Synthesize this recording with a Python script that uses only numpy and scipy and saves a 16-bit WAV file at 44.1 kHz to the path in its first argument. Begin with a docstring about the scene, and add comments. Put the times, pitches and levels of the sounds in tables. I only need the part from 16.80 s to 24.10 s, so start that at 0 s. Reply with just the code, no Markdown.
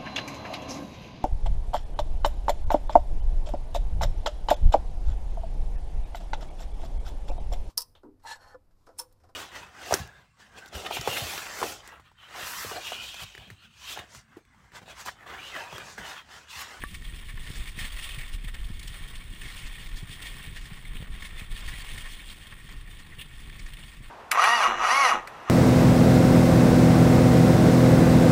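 """Bike on dry leaves

A mountain bike rolls along a woodland trail, heard from a camera on the rider's chest.
Leaves: random impulses in clusters, coloured by the case and a close echo; snaps ring, heaps crunch louder.
Bumps and knocks: damped modes of the mount and of the bike.
Wind on the microphone: filtered noise for the rumble, filtered sparse impulses for the flutter.
"""
import sys
import numpy as np
from scipy import signal
from scipy.fft import rfft, irfft
from scipy.io import wavfile
from scipy.ndimage import uniform_filter1d

SR = 44100
rng = np.random.default_rng(int(sys.argv[2]) if len(sys.argv) > 2 else 0)


def wrap_up_sound(samples):
    """Save the sound to the file named by the first command line argument, as 16-bit audio."""
    columns = np.atleast_2d(samples).T
    # keep every value between -1 and 1, then stretch to whole-number steps
    tamed = np.clip(columns, -1, 1)
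    steps = np.round(tamed * 32767).astype(np.int16)
    wavfile.write(sys.argv[1], SR, steps)


N = 321905
TIME = np.arange(N) / SR

# steady crackle as the leaf layer thickens and thins: t/s, level/dB before trim, brightness/dB
LEAF_LAYER = [(0.0, -45, 4.5), (0.56, -46.5, 1), (0.78, -41.5, 3.5), (1.28, -39, 4.5), (1.61, -46.5, 0.2),
              (1.95, -46, 2), (2.18, -43.5, 2.1), (2.56, -47, 2), (2.78, -42, 3), (3.18, -44, 1.5),
              (3.48, -42.5, 0.5), (3.88, -45.5, 0.5), (4.32, -45.5, -3.5), (5.1, -40.5, 2.5),
              (5.55, -46, 2.5), (6.28, -49, -2), (6.87, -46.5, 1), (7.3, -48, 0.3)]
# short lulls in the crackle: t/s, level change/dB
CRACKLE_LULLS = [(0.09, -1), (0.55, -3.5), (0.935, -7), (1.11, -3.5), (1.6, -3), (1.958, -3), (3.12, -3.5),
                 (3.24, -2), (4.3, -5.5), (4.68, -5.5), (5.85, -3.5), (6.04, -4.5), (6.47, -1), (7.2, -6)]
# level of the crackle near 6 kHz: t/s, lift/dB
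CRACKLE_6KHZ = [(0.0, -1), (0.4, -2), (0.7, 0.2), (1.9, -2), (2.0, 0.5), (2.5, -3.1), (2.7, 0.5), (3.7, -4),
                (3.8, 1.7), (4.1, -5.8), (4.5, 2.5), (4.7, -5.5), (4.8, 0.8), (6.4, -3.5), (6.8, 0.4),
                (7.3, -4)]


def rolling():
    """Tyres press through the leaf layer: a fine rustle with single snaps standing out."""
    level_db, bright_db = curves(LEAF_LAYER)
    rustle = leaf_crackle(per_second=5500, spread_db=2.0, cluster_db=1.8, cluster_rate=300)
    breaks = leaf_crackle(per_second=8000, spread_db=2.5, cluster_db=-1.85, cluster_rate=500)
    sound = unit(rustle) + undb(-2.5) * snaps(breaks)
    # level, brightness and the 6 kHz band wander from patch to patch
    lull_db = sum(db * hump(s, half_s=0.034) for s, db in CRACKLE_LULLS)
    depth_db = 0.82 * walk(rate=30) + lull_db
    bright_db = bright_db + 2.2 * walk(rate=40)
    lift_db = curves(CRACKLE_6KHZ)[0] + 1.2 * walk(rate=16)
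    sound = unit(brighten(sound, bright_db))
    trim_db = -2.67
    return lift_6khz(sound, lift_db) * undb(level_db + depth_db + trim_db)


def snaps(crackle, count=1300, size=1500):
    """Single leaves break: a spurt of cracks that dies in milliseconds, each ringing at its own pitch."""
    out, t = np.zeros(N), np.arange(size) / SR
    low_hz, high_hz = 1775, 15500
    shortest_s, longest_s = 0.0096, 0.014
    for when, pitch, length, strength in rng.random((count, 4)):
        start = int(when * (N - size))
        decay_s = shortest_s + length * (longest_s - shortest_s)
        spurt = crackle[start:start + size] * np.exp(-t / decay_s)
        hz = low_hz * (high_hz / low_hz) ** pitch
        spurt = spurt + undb(19) * pitch_ring(spurt, hz, width_hz=110 + 0.024 * hz)
        add(out, spurt * undb(4.0 * strength ** 3), start / SR)  # few are strong
    return unit(out)


# heaps of leaves crushed at once:
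# peak t/s, level/dB before trim, length/s, brightness/dB before scaling, lift near 6 kHz/dB
LEAF_HEAPS = [(0.021, -40, 0.01, 1, -10), (0.148, -39.5, .014, 2.5, 4.5), (0.494, -42, 0.02, 0.5, -3),
              (0.578, -41, 0.0065, -20, 0), (0.757, -44.5, .025, 0.5, 8), (0.88, -43, 0.015, 3, -15),
              (1.005, -37.5, 0.051, 1, 0.5), (1.047, -37.5, 0.014, 1.5, -6), (1.237, -37.5, 0.029, 6.5, -2),
              (1.347, -38.5, 0.0062, 6.5, -3), (1.389, -39, 0.011, 3.5, -1), (1.539, -43.5, 0.015, 5.5, 0),
              (1.647, -40.5, 0.0074, 3.5, -4), (1.684, -41, 0.014, 0.5, -3),
              (1.746, -39, 0.0093, -0.5, 0.5), (1.846, -47, .008, 8, -3), (1.996, -41.5, .007, 18, 3),
              (2.031, -43, 0.0075, 11.5, -2), (2.079, -40, 0.011, 7, 6), (2.283, -46, 0.013, 7.5, 1),
              (2.358, -44, 0.009, 3, 5), (2.66, -46.5, 0.043, -6, 13), (2.777, -43.5, 0.033, 6, 0),
              (2.869, -46, .016, -1, 14), (2.953, -45, 0.023, 4, -9), (3.171, -47.5, .024, 9, 11),
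              (3.322, -43.5, 0.048, 8, 0), (3.425, -39, 0.016, 6, -1), (3.463, -39.5, 0.038, 3, 1),
              (3.601, -47, 0.022, -8, 3), (3.767, -40.5, 0.018, -1, 4), (4.156, -41, 0.0041, 4, -9),
              (4.169, -40, 0.005, 5.5, -13), (4.352, -46, 0.0046, -9, -12), (4.426, -37.5, 0.0073, -1.5, 3),
              (4.455, -40, 0.021, 2, 1.5), (4.597, -41.5, .013, 4, -1), (4.715, -44.5, 0.013, 8.5, -4),
              (4.778, -43, .005, 5, 1), (4.887, -36, 0.016, 0, 2), (5.005, -43, .012, 0, -1),
              (5.181, -36.5, 0.0079, 3, -2), (5.26, -42.5, 0.027, -8, 6), (5.671, -46, 0.0063, 13, -9),
              (5.727, -44.5, 0.011, -11, 7), (5.892, -46, 0.01, -6, 10), (5.927, -51, 0.01, 9, 5),
              (6.011, -50.5, 0.0068, 15, -12), (6.196, -50.5, 0.022, 1, 8), (6.396, -41, 0.023, 5.5, -8),
              (6.416, -37.5, 0.011, 6.5, -6), (6.698, -42, 0.0043, 1, -1), (6.796, -47.5, 0.01, 2, 12),
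              (6.866, -47, .012, -2, 12), (6.938, -41, 0.0059, 6, -6), (6.971, -45, 0.0051, 5, -7)]


def crunches(size=6000):
    """A heap gives way: the cracks swell fast, ring at one pitch and die more slowly."""
    out, lead_s = np.zeros(N), size / 3 / SR
    t = np.arange(size) / SR - lead_s
    crackle = leaf_crackle(per_second=9800, spread_db=3.5, cluster_db=-0.2, cluster_rate=210)
    # light leaves give little low sound
    crackle = signal.sosfilt(signal.butter(1, 645, "highpass", fs=SR, output="sos"), crackle)
    bright_scale, trim_db = 1.9, -0.12
    for s, db, length_s, bright_db, lift_db in LEAF_HEAPS:
        start = rng.integers(N - size)
        rise = (t / (0.48 * length_s)) ** 2
        fall = np.abs(t / length_s) ** 1.8
        swell = np.exp(-np.where(t < 0, rise, fall))
        heap = brighten(crackle[start:start + size], bright_scale * bright_db)
        heap = lift_6khz(heap, lift_db)
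        # brighter heap: higher ring; more lift near 6 kHz: weaker ring
        hz = 1780 * 2 ** (0.11 * max(bright_db, 0))
        ring_db = 0.5 - 0.56 * lift_db
        heap = (heap + undb(ring_db) * pitch_ring(heap, hz, width_hz=420)) * swell
        swell_rms = np.sqrt(np.mean(swell ** 2))
        add(out, unit(heap) * swell_rms * undb(db + trim_db), s - lead_s)
    return out


# broad colour of a crack inside the camera case: f/Hz, level/dB
CRACK_SPECTRUM = [(150, -0.5), (600, -3.5), (1500, -2), (1900, -2.5), (3500, 0), (4900, -9.5),
                  (6000, -12.5), (7300, -10.5), (8600, -5), (10200, -12), (11300, -27.5), (12700, -27),
                  (13800, -12), (15200, -9)]
# peaks in the crackle's colour, from the case and a close echo: f/Hz, width/Hz, lift/dB
CRACK_PEAKS = [(1100, 130, 7), (1390, 110, 3), (1835, 250, 12), (2220, 260, 8), (2540, 90, 5.5),
               (2835, 120, 6), (3210, 200, 6.5), (3550, 170, 5.5), (4500, 260, 4.5), (5260, 260, 5),
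               (6750, 190, 4), (8440, 140, 5), (8800, 130, 3), (9170, 100, 4), (9480, 100, 4),
               (9790, 120, 4), (10140, 190, 8), (13830, 170, 3), (14550, 120, 3), (14830, 130, 4),
               (15200, 130, 4)]


def leaf_crackle(per_second, spread_db, cluster_db, cluster_rate):
    """Clustered cracks of dry leaves, coloured by the camera case and a close echo."""
    return colour(cracks(per_second, spread_db, cluster_db, cluster_rate), CRACK_SPECTRUM, CRACK_PEAKS)


def cracks(per_second, spread_db, cluster_db, cluster_rate):
    """Random impulses of unequal size and sign; a random wander of level bunches them."""
    happens = rng.random(N) < per_second / SR
    size = undb(spread_db * np.minimum(rng.exponential(size=N), 4.5))
    sign = np.sign(rng.standard_normal(N))
    return happens * sign * size * undb(cluster_db * walk(cluster_rate))


def pitch_ring(sound, hz, width_hz):
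    """One resonator: the sound rings briefly at a single pitch."""
    b, a = signal.iirpeak(min(hz, .4 * SR), hz / width_hz, fs=SR)
    return signal.lfilter(b, a, sound)


def brighten(sound, bright_db, split_hz=2550):
    """Spectral tilt: dull from thick leaves, bright from brittle ones."""
    dull = signal.sosfiltfilt(signal.butter(2, split_hz, fs=SR, output="sos"), sound)
    return dull * undb(-bright_db / 2) + (sound - dull) * undb(bright_db / 2)


def lift_6khz(sound, lift_db, low_hz=4200, high_hz=7700):
    """Raise or lower the band around 6 kHz."""
    band = signal.butter(3, [low_hz, high_hz], "bandpass", fs=SR, output="sos")
    thin = signal.sosfiltfilt(band, sound)
    return sound + thin * (undb(lift_db) - 1)


# bumps in the trail: t/s, peak level/dB, contact/s (long = soft)
TRAIL_BUMPS = [(0.12, -38, 0.0076), (0.536, -36.5, 0.015), (0.703, -26.5, 0.0014), (0.976, -32.5, 0.0048),
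               (1.013, -33, .002), (1.374, -32.5, 0.017), (1.643, -34, .002), (1.901, -28.5, 0.0033),
               (3.229, -28.5, 0.0034), (3.669, -36.5, 0.01), (3.911, -31, 0.0085), (4.204, -31.5, .0015),
               (4.225, -29.5, 0.00046), (4.618, -30.5, 0.0021), (6.383, -37, 0.015), (7.202, -37, 0.0092)]
# damped ring of the mount: nominal f/Hz, level/dB, t60/s
MOUNT_RING = [(97, 4.5, 0.032), (155, 4.5, 0.025), (335, 3, 0.01), (620, -14, 0.013)]


def thuds():
    """Trail bumps jolt the mount: low, heavily damped modes, retuned at each bump."""
    return sum(strike([(s, db)], MOUNT_RING, contact_s, detune=0.16) for s, db, contact_s in TRAIL_BUMPS)


# hard knocks on the bike: t/s, peak level/dB
BIKE_KNOCKS = [(.0373, -20), (.706, -37), (.758, -39)]
# ring of a knock: nominal f/Hz, level/dB, t60/s
KNOCK_RING = [(248, 8.5, 0.011), (385, -48, 0.018), (1155, -2, 0.082), (1310, 6, 0.016), (1696, 12, 0.015),
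              (1783, -4, 0.071), (2180, -21, .015), (3070, -12, .015), (10400, 2, 0.011),
              (13600, -6, 0.016)]


def knocks():
    """Short hard contacts ring the modes of the bike."""
    return strike(BIKE_KNOCKS, KNOCK_RING, contact_s=.0006, detune=.002)


# steady air on the microphone: t/s, rumble level/dB before trim, flutter level/dB before trim
AIR_FLOW = [(0.0, -37, -49.5), (0.8, -36, -46.5), (1.25, -36.5, -53), (1.8, -32.0, -48), (2.5, -40, -48.5),
            (3.6, -39.5, -47), (4.15, -36, -47.5), (5.15, -39.5, -50), (5.75, -47, -50.5), (6.05, -39, -49),
            (6.3, -44, -50), (6.8, -35.5, -46.5), (7.3, -45.5, -51.5)]
# single buffets: peak t/s, rumble level/dB, flutter level/dB
AIR_BUFFETS = [(0.35, -30, -57), (0.79, -33, -50.5), (1.04, -30.5, -46), (1.55, -28.5, -54),
               (1.68, -28, -55), (2.22, -37, -55), (2.65, -33.5, -42), (2.85, -30, -62), (3.15, -30.5, -54),
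               (4.16, -40, -41), (4.31, -34, -44), (4.73, -36, -48.5), (4.88, -30, -52), (5.151, -34, -46),
               (5.57, -45, -53), (5.99, -33.5, -51), (6.83, -47, -52)]
# slow rumble: f/Hz, level/dB
RUMBLE_SPECTRUM = [(6, -29.5), (14, -4.5), (25, 0), (45, -7.5), (80, -19.5), (140, -33), (300, -67)]
# quicker flutter: f/Hz, level/dB
FLUTTER_SPECTRUM = [(40, -10.5), (90, 1), (160, -1.5), (240, -10), (400, -16.5), (600, -35), (1200, -36),
                    (3000, -83)]


def wind():
    """Large eddies rumble and now and then buffet; small ones hit the microphone as soft puffs."""
    rumble_db, flutter_db = curves(AIR_FLOW)
    half_s, rumble_trim_db, flutter_trim_db = 0.028, -1.5, -3.34
    push = sum(undb(db) * hump(s, half_s) for s, db, _ in AIR_BUFFETS)
    flap = sum(undb(db) * hump(s, half_s) for s, _, db in AIR_BUFFETS)
    eddies = rng.standard_normal(N) * undb(1.27 * walk(rate=25))
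    rumble = unit(colour(eddies, RUMBLE_SPECTRUM))
    puffs = cracks(per_second=450, spread_db=0.5, cluster_db=1.56, cluster_rate=40)
    puffs = unit(colour(puffs, FLUTTER_SPECTRUM))
    # steady and buffet levels add in power
    rumble_gain = np.hypot(undb(rumble_db + rumble_trim_db), push)
    flutter_gain = np.hypot(undb(flutter_db + flutter_trim_db), flap)
    return rumble * rumble_gain + puffs * flutter_gain


def strike(events, modes, contact_s, detune, size=8192):
    """Each blow rings damped modes, scaled to its peak; a longer contact softens the attack."""
    out, t = np.zeros(N + size), np.arange(size) / SR
    attack = 1 - np.exp(-(t / contact_s) ** 2)
    for s, db in events:
        stretch = np.exp(detune * rng.standard_normal(len(modes)))
        ring = np.zeros(size)
        for (hz, mode_db, t60_s), k in zip(modes, stretch):
            decay = np.exp(-np.log(1000) * t / t60_s)
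            ring += undb(mode_db) * np.sin(2 * np.pi * hz * k * t) * decay
        ring = ring * attack
        start = max(int(s * SR), 0)
        out[start:start + size] += undb(db) * ring / np.abs(ring).max()
    return out[:N]


def colour(x, points, peaks=(), size=8192):
    """Minimum-phase filter: a broad spectrum with peaks standing on it."""
    hz = np.maximum(np.fft.rfftfreq(size, 1 / SR), 1)
    knots_hz, knots_db = np.transpose(points)
    db = np.interp(np.log(hz), np.log(knots_hz), knots_db)
    for centre_hz, width_hz, lift_db in peaks:
        db = db + lift_db / (1 + (2 * (hz - centre_hz) / width_hz) ** 2)
    # fold the cepstrum to make the filter causal
    cepstrum = irfft(np.log(undb(db)))
    cepstrum[1:size // 2] *= 2
    cepstrum[size // 2 + 1:] = 0
    impulse = irfft(np.exp(rfft(cepstrum)))
    return signal.fftconvolve(x, impulse)[:N]


def undb(db):
    """Decibels to gain."""
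    return 10 ** (np.asarray(db) / 20)


def unit(x):
    """Scale to an rms of one."""
    return x / np.sqrt(np.mean(x ** 2))


def curves(table):
    """Each column after t/s as a control over time, joined by straight lines."""
    s, *columns = np.transpose(table)
    return [np.interp(TIME, s, c) for c in columns]


def walk(rate):
    """Smooth random wander with an rms of one; rate = new values per second."""
    hold = max(int(SR / rate), 1)
    steps = rng.standard_normal(N)[np.arange(N) // hold]
    return unit(uniform_filter1d(steps, hold))


def hump(s, half_s):
    """Smooth rise and fall peaking at time s; 1/e at half_s either side."""
    return np.exp(-((TIME - s) / half_s) ** 2)


def add(out, sound, s):
    """Mix a short sound in from time s on, cropped to the scene."""
    start = int(s * SR)
    sound = sound[max(-start, 0):max(N - start, 0)]
    out[max(start, 0):max(start, 0) + len(sound)] += sound


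def scene():
    """Sum of leaves under the tyres, jolts of the bike and wind; one channel."""
    return (rolling() + crunches() + thuds() + knocks() + wind())[None]


def record(dry):
    """The camera cuts the top: steep elliptic low-pass."""
    top_hz, ripple_db, stop_db = 15280, .2, 80
    return signal.sosfilt(signal.ellip(10, ripple_db, stop_db, top_hz, fs=SR, output="sos"), dry)


dry = scene()
out = record(dry)
wrap_up_sound(out)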